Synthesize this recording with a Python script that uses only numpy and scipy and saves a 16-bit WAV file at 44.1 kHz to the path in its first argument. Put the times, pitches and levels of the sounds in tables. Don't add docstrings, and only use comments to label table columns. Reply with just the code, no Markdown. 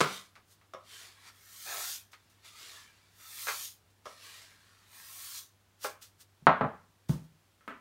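import sys
import numpy as np
from scipy import signal
from scipy.fft import rfft, irfft, next_fast_len
from scipy.io import wavfile
from scipy.ndimage import uniform_filter1d

SR = 44100
rng = np.random.default_rng(int(sys.argv[2]) if len(sys.argv) > 2 else 0)


def materialize(psi):
    bounded = np.clip(np.atleast_2d(psi).T, -1, 1)
    quanta = np.round(bounded * 32767).astype(np.int16)
    wavfile.write(sys.argv[1], SR, quanta)


N = 344179
TIME_S = np.arange(N) / SR

# t/s, crunch/dB, release/s, creep/dB
SCOOPS = [(0.958, -52, 0.13, -71.5), (2.63, -52, .21, -71.5), (4.271, -54, 0.2, -68)]
# t/s, crunch/dB, attack/s, hold/s, release/s, wall re crunch/dB
SHOVES = [(1.276, -56.5, 0.12, .018, 0.027, -1), (2.2, -75, .05, 0.26, .2, -3),
          (2.451, -56, .02, 0.034, 0.085, -20), (4.061, -58, .02, .06, 0.11, -7)]
# first slip/s, full flow/s, run-out/s, flow rise/dB, hiss/dB, rattle/dB,
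# wall/dB, hollow note/Hz
POURS = [(1.352, 1.729, 1.931, 27.5, -40.5, -45.5, -58.5, 1270),
         (3.209, 3.42, 3.65, 15.5, -42, -50, -54.5, 1280),
         (4.948, 5.212, 5.38, 10, -46, -54.5, -57.5, 1090)]
# t/s, wall/dB, rattle/dB, hold/s, release/s
LANDINGS = [(1.687, -48, -51.5, 0.15, 0.16), (3.477, -40.5, -41.5, 0.018, 0.11),
            (5.351, -59.5, -46.5, .015, 0.101)]
# t/s, level/dB, attack/s, release/s
JOLTS = [(.524, -61, .065, .055), (2.12, -62, 0.0087, .07), (2.3, -66, .006, 0.066),
         (5.847, -39, .037, 0.083), (6.023, -49.5, 0.013, 0.075), (6.213, -54.5, 0.027, 0.041),
         (7.091, -48, 0.0054, 0.11), (7.25, -74, 0.041, .05)]

# t/s, level/dB, tilt/(dB/octave)
BOWL_LIFT = [(.006, -25, 1.5), (.012, -22.5, 1)]
BOWL_TAPS = [(.736, -46.5, -2), (.747, -44.5, -6), (4.056, -45.5, -2), (4.068, -46.5, -5.5)]
FINGER_TICKS = [(.355, -58.5, 1), (.361, -60, -2), (.376, -64.5, -6.5), (.613, -67, -2), (.631, -72.5, -7),
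                (2.132, -53, 1), (3.903, -74, 10)]
SLUMPS = [(1.666, -61, -4), (1.703, -59, 3), (3.471, -39, 1.5), (3.485, -34.5, 3), (5.846, -33.5, -4),
          (5.866, -53, 0.5)]
BOWL_DOWN = [(6.469, -14, 0.25), (6.610, -25.5, -2.5), (6.619, -35.5, -4), (6.642, -31.5, -4)]
TUBE_DOWN = [(6.420, -55, -0.56), (7.094, -23, -0.2)]
SCISSOR_CLICKS = [(7.609, -65, 3), (7.678, -40.5, 0.4)]

# f/Hz, level/dB, t60/s
LIFT_MODES = [(151.6, 2.5, 0.17), (193, -10.5, 0.51), (397, 1, 0.3), (450, 4.5, 0.17), (604, -8.5, .18),
              (1000, 2, 0.068), (1286, -4.5, 0.15), (1670, -8, .15), (2110, -11.5, .12)]
BOWL_MODES = [(444, -24, 0.068), (522, -4, 0.19), (643, -8.5, 0.24), (1010, -1, 0.23), (1112, 5, 0.3),
              (1390, 5, 0.053), (1654, 4, 0.085), (2170, -5, 0.16), (2900, -6, 0.09), (3550, 7, 0.062),
              (5469, 2, .12)]
WALL_MODES = [(1254, 2, 0.17), (1450, 0, 0.13), (2272, -6, 0.12), (3375, -21, 0.29), (4050, -10, 0.16),
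              (4414, -12.5, 0.13)]
TUBE_MODES = [(418, 0.5, 0.12), (515, -6.5, 0.21), (602, -2.5, 0.21), (819, 0.5, 0.2), (1100, -6, 0.29),
              (1373, 6, 0.14), (1628, 2.5, 0.12), (2078, 3, 0.13)]
TABLE_MODES = [(118, -7.5, 0.0997), (149.6, -6.5, 0.14), (174, -16, 0.18), (278, -12.5, 0.16),
               (291, -15, 0.23), (441, -13.5, 0.15), (588, -9, .2), (650, -3, .2), (718, -8, 0.18),
               (815, -11.5, 0.26), (950, -5, 0.1), (1046, -2.5, 0.2), (1152, -8.5, 0.22), (1322, 1.5, 0.15),
               (1470, -23.5, 0.18), (1636, -20, 0.2), (1950, -17.5, 0.18), (2670, -27.5, 0.1),
               (3680, -32.5, 0.16)]
THUD_MODES = [(65.1, -23.5, 0.29), (138, -1, 0.099), (172.4, -4, 0.077), (158.6, -19.5, 0.41),
              (160.7, -16, 0.35), (223.5, -14.5, 0.2)]
SCISSOR_MODES = [(206, -1, 0.1), (290, -11.5, 0.22), (1287, 1, 0.16), (1316, 4, 0.24), (1430, -19, .12),
                 (1780, -9.5, .13), (2140, -10, 0.14)]

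# f/Hz, density/dB
LIFT_COLOUR = [(60, -36.5), (140, -2), (217, -8.5), (417, -0.5), (880, -8.5), (1050, -2), (1330, 0.5),
               (1810, -13), (2120, -10), (2700, -16), (4200, -18), (8500, -27.5), (15500, -46.5)]
TAP_COLOUR = [(130, -39), (220, -30.5), (500, -12), (640, -5), (870, -17), (1100, -6.5), (1300, 2),
              (1520, -21), (2150, -14), (2600, -21), (3700, -16), (4300, -27), (5600, -17.5), (8000, -29),
              (15600, -38)]
TICK_COLOUR = [(300, -18.5), (750, -5), (1150, 1.5), (1600, -0.5), (2200, 1), (3000, -7), (4200, -6.5),
               (7000, -17.5), (15000, -29)]
SLUMP_COLOUR = [(130, -50), (220, -27.5), (446, -5), (917, -4.5), (1140, 2.5), (1660, 0.5), (1910, -12),
                (2420, -1.5), (2650, -11), (4500, -18), (5850, -60), (9900, -120)]
TABLE_COLOUR = [(50, -29), (90, -15.5), (150, -6), (250, -7), (340, -12), (480, -5), (640, -5), (950, -0.5),
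                (1350, -3.5), (1700, -9), (2700, -22.5), (4200, -31), (5200, -45.5), (8000, -53),
                (15000, -74.5)]
THUD_COLOUR = [(30, -51.5), (50, -24), (150, -7.5), (250, -15), (500, -28.5), (950, -31), (1400, -38),
               (3500, -50), (6000, -74)]
CLICK_COLOUR = [(65, -23.5), (110, -16), (224, -3), (350, -11), (568, -6.5), (750, -12.5), (1330, -3),
                (1840, -9.5), (3060, -20.5), (5080, -37.5), (14000, -44)]

# f/Hz, density/dB
CRUNCH_COLOUR = [(180, -43), (300, -18), (493, -9), (545, -18), (654, -8.5), (747, -15), (1130, -4.5),
                 (1520, -9.5), (2310, -3.5), (2630, -5.5), (3670, -1), (9290, -8.5), (15800, -16)]
HISS_COLOUR = [(1500, -30.5), (3500, -1.5), (7000, -2.5), (7700, -2), (9300, 2.5), (10500, -5),
               (11600, 1.5), (15500, -1)]
RATTLE_COLOUR = [(400, -58), (1200, -34), (2800, -8.5), (3500, -4), (5000, -3.5), (6900, 0.5), (7700, -9),
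                 (15000, -13.5)]
SWISH_COLOUR = [(700, -20), (1300, -11), (2400, -14), (3200, -8.5), (5000, -6.5), (6500, -5.5), (7600, -10),
                (9000, -6.5), (10500, -13), (12000, -9.5), (15800, -11.5)]

# f/Hz, width/Hz, level/dB
CARDBOARD = [(810, 600, -11), (1097, 93, 2.5), (1334, 95, 0), (1637, 86, 1.5), (1823, 140, 2),
             (2290, 430, -1.5), (4530, 240, -5.5)]
AIR_COLUMN = [(407, 50, -10.5), (670, 89, -3.5), (810, 85, -3), (1282, 51, -3), (1750, 63, -3),
              (2510, 110, -6.5)]

# f/Hz, density/dB
AIR_COLOUR = [(15, -52), (27, -17), (102, -4.5), (123, -13.5), (161, -11), (241, -13.5), (403, -15.5),
              (500, -18), (637, -18), (1090, -18.5), (1550, -19.5), (2520, -23), (3220, -22.5),
              (15800, -32.5)]
# f/Hz, t60/s
ROOM_T60 = [(100, 0.45), (300, 0.28), (1200, 0.36), (3000, .36), (6000, 0.23), (14000, 0.12)]


def pouring():
    tumble_db_per_s, pile_damping_db_per_s = 11, 46
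    wall_share = 0.57
    hiss, rattle, wall = np.zeros((3, N))
    for slip_s, full_s, out_s, rise_db, hiss_db, rattle_db, wall_db, _ in POURS:
        running = swell(slip_s, attack_s=0.083, hold_s=out_s - slip_s, release_s=0.094, curve=1.22)
        flow_db = -rise_db * np.clip((full_s - TIME_S) / (full_s - slip_s), 0, 1) ** 0.99
        filling_s = np.clip(TIME_S, full_s, out_s) - full_s
        hiss += running * amp(hiss_db + flow_db)
        rattle += running * amp(rattle_db + flow_db + tumble_db_per_s * filling_s)
        wall += running * amp(wall_db + wall_share * flow_db - pile_damping_db_per_s * filling_s)
    for at_s, wall_db, rattle_db, hold_s, release_s in LANDINGS:
        landing = swell(at_s, attack_s=0.018, hold_s=hold_s, release_s=release_s, curve=1.2)
        wall = np.hypot(wall, amp(wall_db) * landing)
        rattle = np.hypot(rattle, amp(rattle_db) * landing)
    return (hiss * grains(HISS_COLOUR, per_s=7000, spread_db=1.5)
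            + rattle * grains(RATTLE_COLOUR, per_s=2800, spread_db=6)
            + wall * resonant(contacts(per_s=750, spread_db=3.5), CARDBOARD))


def scooping():
    stroke_attack_s, stroke_hold_s, mouth_lag_s = 0.12, 0.058, 0.068
    crunch, mouth = np.zeros((2, N))
    for (at_s, db, release_s, creep_db), (tipped_s, *_) in zip(SCOOPS, POURS):
        stroke = swell(at_s, stroke_attack_s, stroke_hold_s, release_s, curve=2.05)
        entry = swell(at_s + mouth_lag_s, stroke_attack_s, stroke_hold_s, release_s, curve=2.05)
        creep = amp(creep_db) * swell(at_s, stroke_attack_s, tipped_s - at_s, release_s, curve=1.8)
        crunch += amp(db) * stroke + creep
        mouth += amp(db - 14) * entry + amp(-3) * creep
    for at_s, db, attack_s, hold_s, release_s, wall_db in SHOVES:
        shove = amp(db) * swell(at_s, attack_s, hold_s, release_s, curve=1.03)
        crunch += shove
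        mouth += amp(wall_db) * shove
    return (crunch * grains(CRUNCH_COLOUR, per_s=3200, spread_db=1.5)
            + mouth * resonant(contacts(per_s=570, spread_db=3), CARDBOARD))


def pattering():
    bare = swell(1.664, attack_s=0.0066, hold_s=0.15, release_s=0.103, curve=0.97)
    return amp(-49.5) * bare * resonant(contacts(per_s=900, spread_db=3), AIR_COLUMN)


def swirling():
    motion = swell(0.013, attack_s=0.012, hold_s=0.15, release_s=0.105, curve=1.1)
    return amp(-45) * motion * grains(CRUNCH_COLOUR, per_s=1700, spread_db=2.5)


def shaking():
    thrown = sum(amp(db) * swell(at_s, attack_s, 0, release_s, curve=1.25)
                 for at_s, db, attack_s, release_s in JOLTS)
    swish = thrown * grains(SWISH_COLOUR, per_s=8400, spread_db=6.5)
    lump = blows(SLUMPS, TUBE_MODES, SLUMP_COLOUR, ring_db=-3, t60_s=0.2, snap_db=-1.5, wet_db=-12.5)
    return swish + lump


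def hollow_note_hz(t):
    scoop_rise_s, pour_ratio = 0.17, 1.155
    points = []  # t/s, f/Hz
    for (scoop_s, *_), (slip_s, full_s, out_s, *_, note_hz) in zip(SCOOPS, POURS):
        points += [(scoop_s - scoop_rise_s / 2, 1237), (scoop_s + scoop_rise_s / 2, 1910)]
        points += [(slip_s, note_hz), (full_s, note_hz), (out_s, note_hz * pour_ratio)]
    return np.interp(t, *np.transpose(points))


def in_tube(x, peak_db, width_hz, patchy_db):
    hz, t, spectra = signal.stft(x, SR, nperseg=1024, noverlap=768)
    note_db = peak_db / (1 + (2 * (hz[:, None] - hollow_note_hz(t)) / width_hz) ** 2)
    patches = uniform_filter1d(rng.standard_normal(spectra.shape), size=4, axis=0)
    patches = uniform_filter1d(patches, size=16, axis=1)
    patches_db = patchy_db * unit(patches) / (1 + hz[:, None] / 9000)
    return signal.istft(spectra * amp(note_db + patches_db), SR, nperseg=1024, noverlap=768)[1][:N]


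def contacts(per_s, spread_db):
    hits = rng.random(N) < per_s / SR
    sizes = amp(spread_db * np.clip(rng.standard_normal(N), -2, 2))
    return unit(in_room(hits * sizes * rng.choice([-1, 1], N), wet_db=-4.5))


def grains(colour, per_s, spread_db):
    return unit(coloured(contacts(per_s, spread_db), lambda hz: along(colour, hz)))


def handling():
    lift = blows(BOWL_LIFT, LIFT_MODES, LIFT_COLOUR, ring_db=-6.5, t60_s=0.033, snap_db=-10, wet_db=-7.5)
    taps = blows(BOWL_TAPS, BOWL_MODES, TAP_COLOUR, ring_db=-4, t60_s=0.033, snap_db=-24, wet_db=-8.5)
    ticks = blows(FINGER_TICKS, WALL_MODES, TICK_COLOUR,
                  ring_db=-9.5, t60_s=0.12, snap_db=-11, wet_db=-14.5)
    bowl = blows(BOWL_DOWN, TABLE_MODES, TABLE_COLOUR,
                 ring_db=-4.5, t60_s=0.072, snap_db=-5.5, wet_db=-8, build_up_s=0.012)
    tube = blows(TUBE_DOWN, THUD_MODES, THUD_COLOUR, ring_db=5.5, t60_s=0.035, snap_db=-9.5, wet_db=-4)
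    scissors = blows(SCISSOR_CLICKS, SCISSOR_MODES, CLICK_COLOUR,
                     ring_db=-3, t60_s=0.033, snap_db=-8, wet_db=-1.5, build_up_s=0.00089)
    return lift + taps + ticks + bowl + tube + scissors


def blows(events, modes, colour, ring_db, t60_s, snap_db, wet_db, build_up_s=0.004):
    track = np.zeros(N + SR)
    t = np.arange(SR * 2 // 3) / SR
    for at_s, db, tilt_db in events:
        burst = rng.standard_normal(len(t)) * fade(t, t60_s)
        burst[0] += amp(snap_db) * np.linalg.norm(burst)
        dense = coloured(evened(in_room(burst, wet_db)), lambda hz: along(colour, hz))
        ring = np.zeros(len(t))
        for k, (mode_hz, mode_db, mode_t60_s) in enumerate(modes):
            gain = (-1) ** k * amp(mode_db + rng.standard_normal())
            ring += gain * fade(t, mode_t60_s) * np.sin(2 * np.pi * mode_hz * t)
        ring *= 1 - np.exp(-t / build_up_s)
        blow = unit(dense) + amp(ring_db) * unit(ring)
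        blow = coloured(blow, lambda hz: tilt_db * np.log2(np.clip(hz, 150, 8000) / 1000))
        onset_rms = np.sqrt(np.mean(blow[:SR // 50] ** 2))
        track[round(at_s * SR):][:len(t)] += amp(db) * blow / onset_rms
    return track[:N]


def in_room(x, wet_db):
    hz, t, spectra = signal.stft(rng.standard_normal(SR // 2), SR, nperseg=256)
    tail = signal.istft(spectra * fade(t, along(ROOM_T60, hz)[:, None]), SR)[1]
    wall_delay_s = 0.0091
    tail *= 1 - np.exp(-(np.arange(len(tail)) / SR / wall_delay_s) ** 2)
    return x + amp(wet_db) * signal.fftconvolve(x, tail / np.linalg.norm(tail))[:len(x)]


def room_tone(hum_hz=98.3):
    air = unit(filtered(rng.standard_normal(N), lambda hz: amp(along(AIR_COLOUR, hz))))
    return amp(-69.5) * air + amp(-70) * np.sin(2 * np.pi * hum_hz * TIME_S)


def swell(at_s, attack_s, hold_s, release_s, curve):
    t = TIME_S[::20]
    before = np.maximum(at_s - t, 0) / attack_s
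    after = np.maximum(t - at_s - hold_s, 0) / release_s
    return np.interp(TIME_S, t, amp(-20 * np.minimum(before ** curve + after ** curve, 10)))


def fade(t, t60_s):
    return np.exp(-np.log(1000) * t / t60_s)


def resonant(x, resonances):
    def response(hz):
        return sum((-1) ** k * amp(db) * 1j * hz * width_hz / (f_hz ** 2 - hz ** 2 + 1j * hz * width_hz)
                   for k, (f_hz, width_hz, db) in enumerate(resonances))
    return unit(filtered(x, response))


def evened(x):
    bins_hz = np.fft.rfftfreq(len(x), 1 / SR)
    power = np.abs(uniform_filter1d(np.abs(rfft(x)) ** 2, size=130))
    return coloured(x, lambda hz: -10 * np.log10(np.interp(hz, bins_hz, power / power.mean()) + 1e-9))


def coloured(x, gain_db, size=8192):
    gain = amp(gain_db(np.fft.rfftfreq(size, 1 / SR)))
    cepstrum = irfft(np.log(np.maximum(gain, 1e-6)))
    cepstrum[1:size // 2] *= 2
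    cepstrum[size // 2 + 1:] = 0
    return signal.fftconvolve(x, irfft(np.exp(rfft(cepstrum))))[:len(x)]


def filtered(x, response):
    size = next_fast_len(len(x) + SR // 4)
    return irfft(rfft(x, size) * response(np.fft.rfftfreq(size, 1 / SR)), size)[:len(x)]


def along(points, hz):
    points_hz, values = np.transpose(points)
    return np.interp(np.log(hz + 1), np.log(points_hz + 1), values)


def amp(db):
    return 10 ** (np.asarray(db) / 20)


def unit(x):
    return x / np.sqrt(np.mean(x ** 2) + 1e-20)


def scene():
    lentils = swirling() + scooping() + pouring() + pattering()
    lentils = in_tube(lentils, peak_db=7.5, width_hz=63, patchy_db=3.5)
    return (lentils + shaking() + handling() + room_tone())[None]


def record(dry):
    top_hz = 15780
    return np.array([filtered(channel, lambda hz: hz < top_hz) for channel in dry])


dry = scene()
out = record(dry)
materialize(out)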